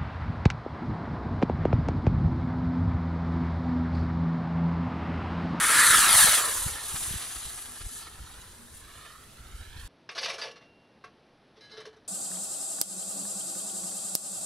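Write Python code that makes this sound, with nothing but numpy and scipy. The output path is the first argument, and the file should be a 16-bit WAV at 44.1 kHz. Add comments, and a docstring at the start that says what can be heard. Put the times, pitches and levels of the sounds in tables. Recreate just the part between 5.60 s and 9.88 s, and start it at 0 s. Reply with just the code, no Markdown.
"""A rush of hiss bursts out and thins away as a small firework rocket arcs over open ground, with low thumps.
The jet is crackling noise; its ground echo adds a comb whose notches slide down in the climb, up in the sinking.
Lumpy low noise and single pulses are the launch blast up to about 0.75 s and light wind after it,
heard at a camera with two microphone ports. Hiss, two thin whine lines and short, faint low tones lie behind."""
import sys
import numpy as np
from scipy import signal
from scipy.io import wavfile
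from scipy.ndimage import uniform_filter1d

SR = 44100
rng = np.random.default_rng(int(sys.argv[2]) if len(sys.argv) > 2 else 0)


def digitize_waveform(pressure):
    """Quantize a signal to 16-bit integers and store it at the path in sys.argv[1].

    Rows of a 2-D input are taken as channels; values are limited to [-1, 1].
    """
    field = np.atleast_2d(pressure).T
    bounded = np.clip(field, -1, 1)
    quanta = np.round(bounded * 32767).astype(np.int16)
    wavfile.write(sys.argv[1], SR, quanta)


N = 188643
SIZE, HOP = 1024, 128  # spectral frame and step, samples
HZ = np.fft.rfftfreq(SIZE, 1 / SR)
TIMES = np.arange(N // HOP + 9) * HOP / SR

# Jet: level of the hiss near 9 kHz. Each row: time in seconds, relative level in dB.
HISS = [(0.0, -30), (0.19, -23.5), (0.27, -23), (0.39, -21.5), (0.48, -24.5), (0.55, -21.5), (0.61, -17.5),
        (0.67, -22.5), (0.75, -24), (0.8, -27), (0.83, -32), (0.95, -31.5), (1.06, -34), (1.19, -43),
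        (1.27, -38.5), (1.43, -34), (1.62, -40), (1.8, -42), (2.0, -43), (2.1, -47), (2.24, -47),
        (2.38, -42.5), (2.465, -51.5), (2.495, -55), (2.8, -55), (3.11, -58), (3.17, -50), (3.24, -60),
        (3.38, -56.5), (3.56, -61), (3.92, -62.5), (4.0, -57), (4.13, -65), (4.22, -53.5), (4.28, -58)]
# Lower bands of the jet. Each row: time in seconds, relative level near 1.5 kHz in dB, near 4 kHz in dB.
ROAR = [(0.0, -24, -32), (0.22, -18.5, -26.5), (0.3, -22, -26.5), (0.52, -27.5, -24.5),
        (0.62, -23.5, -25.5), (0.74, -30.5, -24.5), (0.8, -33, -31.5), (0.88, -34, -39), (0.95, -39, -39),
        (1.04, -44, -42.5), (1.25, -49, -43.5), (1.47, -46, -43), (1.6, -49.5, -42.5), (2.0, -54.5, -50),
        (2.3, -57, -52.5), (2.47, -55, -50), (2.495, -59, -55.5), (2.75, -57, -54), (3.1, -62.5, -61.5),
        (3.3, -59, -55.5), (3.47, -55, -51), (3.58, -57, -60.5), (3.7, -65.5, -58), (3.95, -56.5, -56),
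        (4.04, -56.5, -54), (4.1, -62.5, -52), (4.18, -54, -49), (4.28, -59, -55)]
# Jet rumble under 700 Hz. Each row: time in seconds, relative level in dB.
RUMBLE = [(0.0, -42), (0.12, -38.5), (0.36, -32), (0.4, -32), (0.44, -39.5), (0.49, -32), (0.62, -36.5),
          (0.77, -41.5), (0.9, -41), (1.1, -47), (1.9, -56.5), (2.4, -59), (3.6, -65), (4.28, -78)]
# Plain colour of the jet at the ports. Each row: frequency in Hz, relative density in dB per Hz.
JET_COLOUR = [(90, -20), (200, -14), (330, -15.5), (450, -13.5), (650, -9), (850, -9.5), (1050, -5.5),
              (1250, -8), (1800, -9), (1960, -9), (2300, -13), (2700, -14.5), (3900, -10.5), (5200, -14.5),
              (8000, -5), (10300, -2), (12300, -14.5), (15900, -24.5)]
# How far each band control reaches. Each row: frequency in Hz, share of the control.
ROAR_REACH = [(700, 0.13), (950, 0.82), (1150, 1), (1950, 0.66), (2250, 0.41), (3000, 0.01)]
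MIDDLE_REACH = [(1800, 0.29), (3000, 1), (4500, 0.66), (7000, 0.01)]
RUMBLE_REACH = [(100, 0.55), (700, 0.81), (1100, 0.025)]
# Each band over the hiss when the jet has its plain colour, dB
USUAL_ROAR_DB, USUAL_MIDDLE_DB, USUAL_RUMBLE_DB = -4, -8.5, -8.5
# Resonances of the camera's shell. Each row: frequency in Hz, width in Hz, boost in dB.
SHELL = [(1320, 125, 6.), (1730, 160, 6.)]
# The roar's lower edge and the top treble rise and fall. Each row: time in seconds,
# level of the lower edge in dB, level of the top treble in dB.
EDGES = [(0, -4, -1), (.1, -5.5, -1), (.3, -5.5, 0), (.55, -4, 1.5), (.7, -1, 1.5), (.85, 0.5, 1),
         (1.0, 2, 2), (1.3, 2, 0), (2.3, 1.5, -1), (3, -.5, 0), (3.45, -2, 0), (4.28, -1, -1)]
# Reach of each of the two. Each row: frequency in Hz, share of the level in dB.
LOWER_EDGE_REACH = [(790, 0), (920, 1), (1120, 1), (1250, 0)]
TOP_REACH = [(11000, 0), (12500, 1)]

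# The powder flares up, or now and then dips. Each row: time in seconds,
# rise in dB before levelling off, length in ms.
FLARES = [(.134, 1.5, 24), (.194, 1.5, 36), (0.311, 1.5, 13), (0.347, 1, 36), (.382, 1, 8), (0.441, 4, 11),
          (.496, 2.5, 11), (.597, 2, 40), (0.751, 0.5, 6.9), (.826, -3.5, 13), (0.889, 8.5, 11),
          (1.018, 1, 6.4), (1.082, 5, 11), (1.137, 2.5, 6.8), (1.181, 5, 10), (1.363, 10, 11),
          (1.435, 5, 13), (1.586, 0, 11), (1.629, 9, 16), (1.765, 9, 12), (1.854, 5, 13), (1.892, 2.5, 38),
          (1.992, 9, 16), (2.025, 5.5, 6.1), (2.061, 7, 7.5), (2.165, 5, 19), (2.216, 8, 18), (2.27, 1, 15),
          (2.32, 0.5, 44), (2.425, 13, 17), (2.476, 8, 15), (3.466, 4, 18), (3.522, 1.5, 15),
          (3.635, 4, 7.8), (4.035, 2.5, 21)]
# Flares lift the jet below this; the hiss above follows by this share
FLARE_TOP_HZ, FLARE_HISS_SHARE = 5300, 0.16
FLARE_MOST_DB = 4.  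# flares level off toward this rise
SPARKS_PER_S, SPARKS_DB, SPARK_SPREAD_DB = 700, -11, 3.2  # popping sparks; level against the steady noise

# Extra path by way of the ground, longest with the rocket highest. Each row: time in seconds, lag in ms.
GROUND_LAG = [(0.0, 0.32), (0.19, 0.45), (0.33, 0.55), (0.47, 0.77), (0.61, 1.09), (0.75, 1.44),
              (0.89, 1.76), (1.03, 2.02), (1.2, 2.27), (1.5, 2.57), (1.8, 2.5), (2.4, 2.27), (2.7, 2.1),
              (3.3, 1.74), (3.9, 1.36), (4.28, 1.12)]
# Soft ground returns less treble. Each row: frequency in Hz, reflection factor before further factors.
GROUND = [(300, .75), (700, .78), (1500, .8), (2300, .78), (3200, .68), (6000, .68), (7500, .3),
          (10000, .09)]
# Extra phase turn of the echo. Each row: frequency in Hz, delay in radians.
GROUND_TURN = [(300, 0.79), (800, 0.52), (1300, 0.22), (1750, 0.034), (2300, 0.48), (3000, 0.28),
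               (4000, -0.16), (5000, -0.95)]
STEEP_LOSS_DB = 1.9  # weaker reflection per ms of lag, as the sound strikes the ground more steeply
# Echo strength over time, weak near launch, swelling and fading later. Each row: time in seconds,
# echo factor in the middle band, echo factor in the high band.
ECHO_STRENGTH = [(0.3, .3, .3), (.45, .5, .75), (.65, .5, .8), (.85, .45, .6), (1.0, .55, .45),
                 (2.0, .6, .55), (2.7, .8, .75), (3.1, .55, .45), (3.47, 1.1, .9), (3.72, .55, .5),
                 (3.95, 1.1, .85), (4.2, 1.3, .7)]
ECHO_MIDDLE_HZ, ECHO_HIGH_HZ = 900, 2400  # where the middle and high bands begin

# The rocket swings off the camera's axis. Each row: time in seconds, bearing factor, left over right in dB.
BEARING = [(0, 0.21, 0.3), (.95, 0.69, -1), (1.4, 0.85, -1.2), (2.0, 1, -0.5), (2.8, 0.99, -1),
           (3.5, 0.58, -2.2), (4.28, 1.27, -4)]
# Phase between the ports at bearing 1. 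Each row: frequency in Hz, left lead in radians.
PORT_PHASE = [(200, -0.4), (500, 1.1), (1000, 0), (1400, -0.23), (2000, 0.7), (4000, 0.8), (6000, 0.1),
              (8000, 2.27), (10000, 2), (12500, 0.8), (15000, 2.7)]
# Likeness of the ports at bearing 1. Each row: frequency in Hz, likeness from 0 to 1.
PORT_SAME = [(200, 0.9), (700, 0.88), (1150, 0.97), (1800, 0.975), (2500, 0.7), (4000, 0.85), (6000, 0.8),
             (8000, 0.65), (10000, 0.7), (13000, 0.62)]
# Port balance by pitch. Each row: frequency in Hz, left over right in dB.
PORT_BALANCE = [(200, 0.5), (700, -1.5), (1500, -0.8), (2500, -1), (4000, -1), (8300, -4.5), (9800, 7.5),
                (12000, 4.5), (15000, -2.5)]

# Low rumble of the launch blast up to about 0.75 s, of wind after it.
# Each row: time in seconds, relative level in dB.
LOW_RUMBLE = [(0.0, -53), (0.2, -72), (0.33, -64), (0.52, -47), (0.64, -61), (0.72, -58), (0.77, -62),
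              (0.98, -46), (1.14, -52), (1.2, -54), (1.4, -51.5), (1.65, -58), (1.9, -52), (2.02, -57),
              (2.9, -54), (3.25, -55), (3.55, -59.5), (3.75, -55), (3.9, -46.5), (4.28, -52)]
# Colour of that low rumble. Each row: frequency in Hz, relative density in dB per Hz.
LOW_RUMBLE_COLOUR = [(7.1, -18), (12, -2), (32, -11.5), (68, -10.5), (184, -30), (236, -25.5), (281, -30.5),
                     (400, -29.5), (520, -37), (880, -120)]
# Single thumps, of the launch blast up to about 0.75 s, of wind after it. Each row: time in seconds,
# nominal peak in dB, pitch in Hz, left port ahead in ms, push 1 or pull -1.
THUMPS = [(0.209, -53, 190, .1, 1), (0.306, -32, 100, 0.0089, 1), (0.361, -32, 132, -0.19, -1),
          (0.376, -46, 135, 0.22, 1), (0.389, -39, 60, .1, -1), (0.556, -32, 97, .1, -1),
          (0.611, -44, 60.4, .1, -1), (0.628, -34, 146, -0.048, 1), (0.647, -27, 163, 0.022, -1),
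          (0.69, -32.5, 140, -0.039, 1), (1.066, -21.5, 101, 0.91, 1), (1.095, -33, 58, 0.6, -1),
          (1.124, -39, 70, 0.65, -1), (1.344, -31, 120, -0.93, 1), (1.422, -40.5, 110, -0.89, -1),
          (1.482, -32, 62.6, -0.7, -1), (1.511, -29, 106, -0.67, -1), (1.542, -30, 154, -0.79, -1),
          (1.561, -28.5, 67, -1.2, 1), (1.77, -35, 51.4, 0.39, -1), (1.869, -37, 75, 0.95, -1),
          (2.214, -35, 67, 0.49, -1), (2.254, -34, 38.7, 0.3, 1), (2.267, -30, 67, 0.93, -1),
          (2.605, -33.5, 56, 0.4, -1), (2.62, -34, 57, 0.55, -1), (2.643, -36.5, 58.7, 0.79, -1),
          (2.787, -41, 50, .3, -1), (3.809, -43.5, 45, .3, -1), (3.954, -32, 54.7, 0.57, -1),
          (4.011, -36, 46.3, 0.1, 1), (4.115, -35.5, 54.7, -0.54, -1), (4.166, -35, 75, -0.61, -1),
          (4.197, -35, 60, -0.3, -1), (4.234, -36, 45, 0.18, -1), (4.252, -36, 49.7, 0.23, 1)]
SWELL_S, SWELL_DB = 0.022, -21  # low rumble swells at each thump: half-width, control level against the peak
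FLUTTER_SLOPE, FLUTTER_AT_DB = 0.81, -62  # dB of flutter held back per dB of low rumble, and the pivot level
LAUNCH_S, LAUNCH_FLUTTER_DB = 0.83, 3  # stronger flutter control up to this time
SHARP_HZ, SHARP_DB_PER_OCTAVE = 67.6, 4.5  # quicker thumps raise the flutter control

# Port hiss. Each row: frequency in Hz, relative density in dB per Hz.
AIR = [(100, -11), (300, -10), (800, -4), (2000, -10), (6000, -9.5), (12000, -9), (16000, -25)]
AIR_DB = -58  # rms, before the band limit
# Electrical whine. Each row: frequency in Hz, level in dB rms.
WHINE = [(13028, -84), (13108, -80)]
# Faint low tones far off. Each row: time of the middle in seconds, peak level in dB, pitch in Hz, length in seconds.
HOOTS = [(2.11, -55.5, 245.5, 0.083), (2.328, -53, 256, 0.034), (3.036, -54, 235, 0.12)]
HOOT_AHEAD = 0.87  # radians by which the far tones lead at the left port
EDGE_HZ = 15800


def gain_of(db):
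    """Decibels to a factor."""
    return 10 ** (np.asarray(db) / 20)


def evened(x):
    """Scales to rms 1."""
    return x / np.sqrt(np.mean(x ** 2) + 1e-20)


def read(points):
    """A spectrum table on the frequency bins, as a column."""
    f, value = np.transpose(points)
    return np.interp(np.log(HZ + 1), np.log(f + 1), value)[:, None]


def follow(rows):
    """The columns of a curve table at the frame times."""
    s, *columns = np.transpose(rows)
    return [np.interp(TIMES, s, c) for c in columns]


def frames_of(x):
    """Short-time spectra."""
    return signal.stft(x, nperseg=SIZE, noverlap=SIZE - HOP)[2][..., :len(TIMES)]


def sound_of(z):
    """Back from short-time spectra."""
    return signal.istft(z, nperseg=SIZE, noverlap=SIZE - HOP)[1][..., :N]


def white(channels):
    """Spectra of white noise."""
    return frames_of(rng.standard_normal((channels, len(TIMES) * HOP)))


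def wander(size):
    """Smooth chance at the sample rate, rms 1, its slowest drift taken out."""
    rough = rng.standard_normal(len(TIMES) * HOP)
    smooth = uniform_filter1d(uniform_filter1d(rough, size), size)
    return evened(smooth - uniform_filter1d(smooth, 4 * size))


def below(x, hz):
    """The part of a two-channel sound under a frequency, without delay."""
    return signal.oaconvolve(x, signal.firwin(255, hz, fs=SR)[None], "same")


def jet():
    """Burning noise takes its colour over time, meets its ground echo and spreads over the two ports."""
    level_db, treble = jet_colour()
    a, b = frames_of(sputter())
    bearing, pan_db = follow(BEARING)
    same = np.clip(1 - (1 - read(PORT_SAME)) * bearing, 0, 1)  # less alike off the axis
    right = same * a + np.sqrt(1 - same ** 2) * b
    right = right * np.exp(-1j * read(PORT_PHASE) * bearing)
    tilt = gain_of((read(PORT_BALANCE) + pan_db) / 2)
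    ports = np.array([a * tilt, right / tilt])
    return sound_of(ports * ground_comb() * gain_of(level_db + 1.5) / treble)


def jet_colour(patchy_db=1.5):
    """The jet's moving spectrum in dB, with the treble strength of its plain colour for scaling."""
    hiss_db = follow(HISS)[0]
    roar_db, middle_db = follow(ROAR)
    rumble_db = follow(RUMBLE)[0]
    lower_edge_db, top_db = follow(EDGES)
    plain_db = read(JET_COLOUR)
    for hz, width, db in SHELL:
        plain_db = plain_db + db * np.exp(-((HZ[:, None] - hz) / width) ** 2)
    in_treble = (HZ > 6000) & (HZ < 12000)
    treble = np.sqrt(np.mean(gain_of(plain_db[in_treble]) ** 2) * 6000 / (SR / 2))
    # each lower band departs from the hiss only by its difference from the plain colour
    level_db = plain_db + hiss_db
    level_db = level_db + read(ROAR_REACH) * (roar_db - hiss_db - USUAL_ROAR_DB)
    level_db = level_db + read(MIDDLE_REACH) * (middle_db - hiss_db - USUAL_MIDDLE_DB)
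    level_db = level_db + read(RUMBLE_REACH) * (rumble_db - hiss_db - USUAL_RUMBLE_DB)
    level_db = level_db + read(LOWER_EDGE_REACH) * lower_edge_db + read(TOP_REACH) * top_db
    # eddies in the air make bands swell and fade
    patches = rng.standard_normal((len(TIMES), len(HZ))).T
    patches = uniform_filter1d(uniform_filter1d(patches, size=12, axis=0), size=14, axis=1)
    return level_db + patchy_db * evened(patches), treble


def sputter(quick_db=0.53, hiss_db=0.7, roar_db=1.4, split_hz=2500):
    """Turbulent noise of burning powder: crackle, sparks and flares; roar and hiss surge each on their own."""
    crackle_db = quick_db * wander(size=60)
    t = np.arange(len(crackle_db)) / SR
    pop_sizes = gain_of(SPARK_SPREAD_DB * np.minimum(rng.exponential(1, len(t)), 4))
    pops = pop_sizes * (rng.random(len(t)) < SPARKS_PER_S / SR)
    puffs = signal.oaconvolve(pops, np.exp(-t[:200] / .0006))[:len(t)]  # 0.6 ms decay
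    spark_power = (gain_of(SPARKS_DB) * evened(puffs)) ** 2
    noise = rng.standard_normal((2, len(t))) * np.sqrt(1 + spark_power)
    low = below(noise, split_hz)
    roar = low * gain_of(roar_db * wander(size=600))
    hiss = (noise - low) * gain_of(hiss_db * wander(size=500))
    plain = evened(gain_of(crackle_db) * (roar + hiss))
    flare_db = sum(db * np.exp(-(2000 * (t - s) / ms) ** 2) for s, db, ms in FLARES)
    flare_db = FLARE_MOST_DB * np.tanh(flare_db / FLARE_MOST_DB)
    body = below(plain, FLARE_TOP_HZ)
    return body * gain_of(flare_db) + (plain - body) * gain_of(FLARE_HISS_SHARE * flare_db)


def ground_comb():
    """Direct sound plus its late, duller ground echo: the two cancel at notches set by the lag."""
    lag_ms = follow(GROUND_LAG)[0]
    middle, high = follow(ECHO_STRENGTH)
    column = HZ[:, None]
    echo = read(GROUND) / gain_of(STEEP_LOSS_DB * lag_ms)
    echo = echo * np.select([column > ECHO_HIGH_HZ, column > ECHO_MIDDLE_HZ], [high, middle], 1)
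    late = 2 * np.pi * column * lag_ms / 1000 + read(GROUND_TURN)  # radians
    return (1 + echo * np.exp(-1j * late)) / np.sqrt(1 + echo ** 2)


def thumps(turns=0.33, point=1.13, sag=0.13, sag_turns=1.32):
    """Blast, then wind: each sharply pushes or pulls the membranes in a slower counter-swing, port by port."""
    t, out = np.arange(N) / SR, np.zeros((2, N))
    skews = rng.uniform(-0.12, 0.52, len(THUMPS))  # radians
    for (s, db, hz, ahead_ms, way), skew in zip(THUMPS, skews):
        near = slice(max(round((s - .08) * SR), 0), round((s + .08) * SR))
        port_lead = np.array([[1], [-1]]) * ahead_ms / 2000
        u = (t[near] - s + port_lead) * hz  # cycles from the peak
        push = (1 + sag) * np.exp(-abs(u / turns) ** point) * np.cos(2 * np.pi * u + skew)
        push = push - sag * np.exp(-(u / sag_turns) ** 2)
        out[:, near] += np.sign(way) * gain_of(db) * push
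    return out


def low_rumble(same=0.95):
    """Low lumpy pressure of the blast, then wind, nearly alike at both ports, swelling at each thump."""
    swells, sharp_db = 0, 0
    for s, db, hz, *_ in THUMPS:
        swell = np.exp(-((TIMES - s) / SWELL_S) ** 2)
        swells = swells + gain_of(db + SWELL_DB) * swell
        sharp_db = sharp_db + SHARP_DB_PER_OCTAVE * np.log2(hz / SHARP_HZ) * swell
    level_db = 20 * np.log10(gain_of(follow(LOW_RUMBLE)[0]) + swells)
    # the flutter, from about 140 Hz up, grows more slowly than the rumble
    flutter_db = FLUTTER_SLOPE * (FLUTTER_AT_DB - level_db) + LAUNCH_FLUTTER_DB * (TIMES < LAUNCH_S)
    flutter_db = flutter_db + sharp_db
    colour_db = read(LOW_RUMBLE_COLOUR) + read([(90, 0.1), (140, 0.97)]) * (flutter_db + 9.0)
    a, b = white(channels=2)
    ports = np.array([a, same * a + np.sqrt(1 - same ** 2) * b])
    steady = sound_of(ports * gain_of(colour_db))
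    lumps_db = 1.1 * wander(size=1500)[:N]
    sample_db = np.interp(np.arange(N) / HOP, np.arange(len(TIMES)), level_db)
    return steady * gain_of(sample_db + 36.0 + lumps_db)


def background():
    """Unrelated hiss at each port, two thin electrical lines and the far tones."""
    t = np.arange(N) / SR
    hiss = gain_of(AIR_DB) * evened(sound_of(white(channels=2) * gain_of(read(AIR))))
    whine = sum(gain_of(db) * np.sqrt(2) * np.sin(2 * np.pi * hz * t) for hz, db in WHINE)
    hoots = np.zeros((2, N))
    for s, db, hz, length in HOOTS:
        tone = np.sin(2 * np.pi * hz * t + np.array([[HOOT_AHEAD], [0]]))
        hoots += gain_of(db) * np.exp(-(2 * (t - s) / length) ** 2) * tone
    return hiss + whine + hoots


def scene():
    """Rocket, low rumble, thumps and background."""
    return jet() + low_rumble() + thumps() + background()


def record(dry):
    """The recorder's band limit: a steep low-pass without delay."""
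    low_pass = signal.firwin(1023, EDGE_HZ, window=("kaiser", 9), fs=SR)
    return signal.oaconvolve(dry, low_pass[None], "same")


dry = scene()
out = record(dry)
digitize_waveform(out)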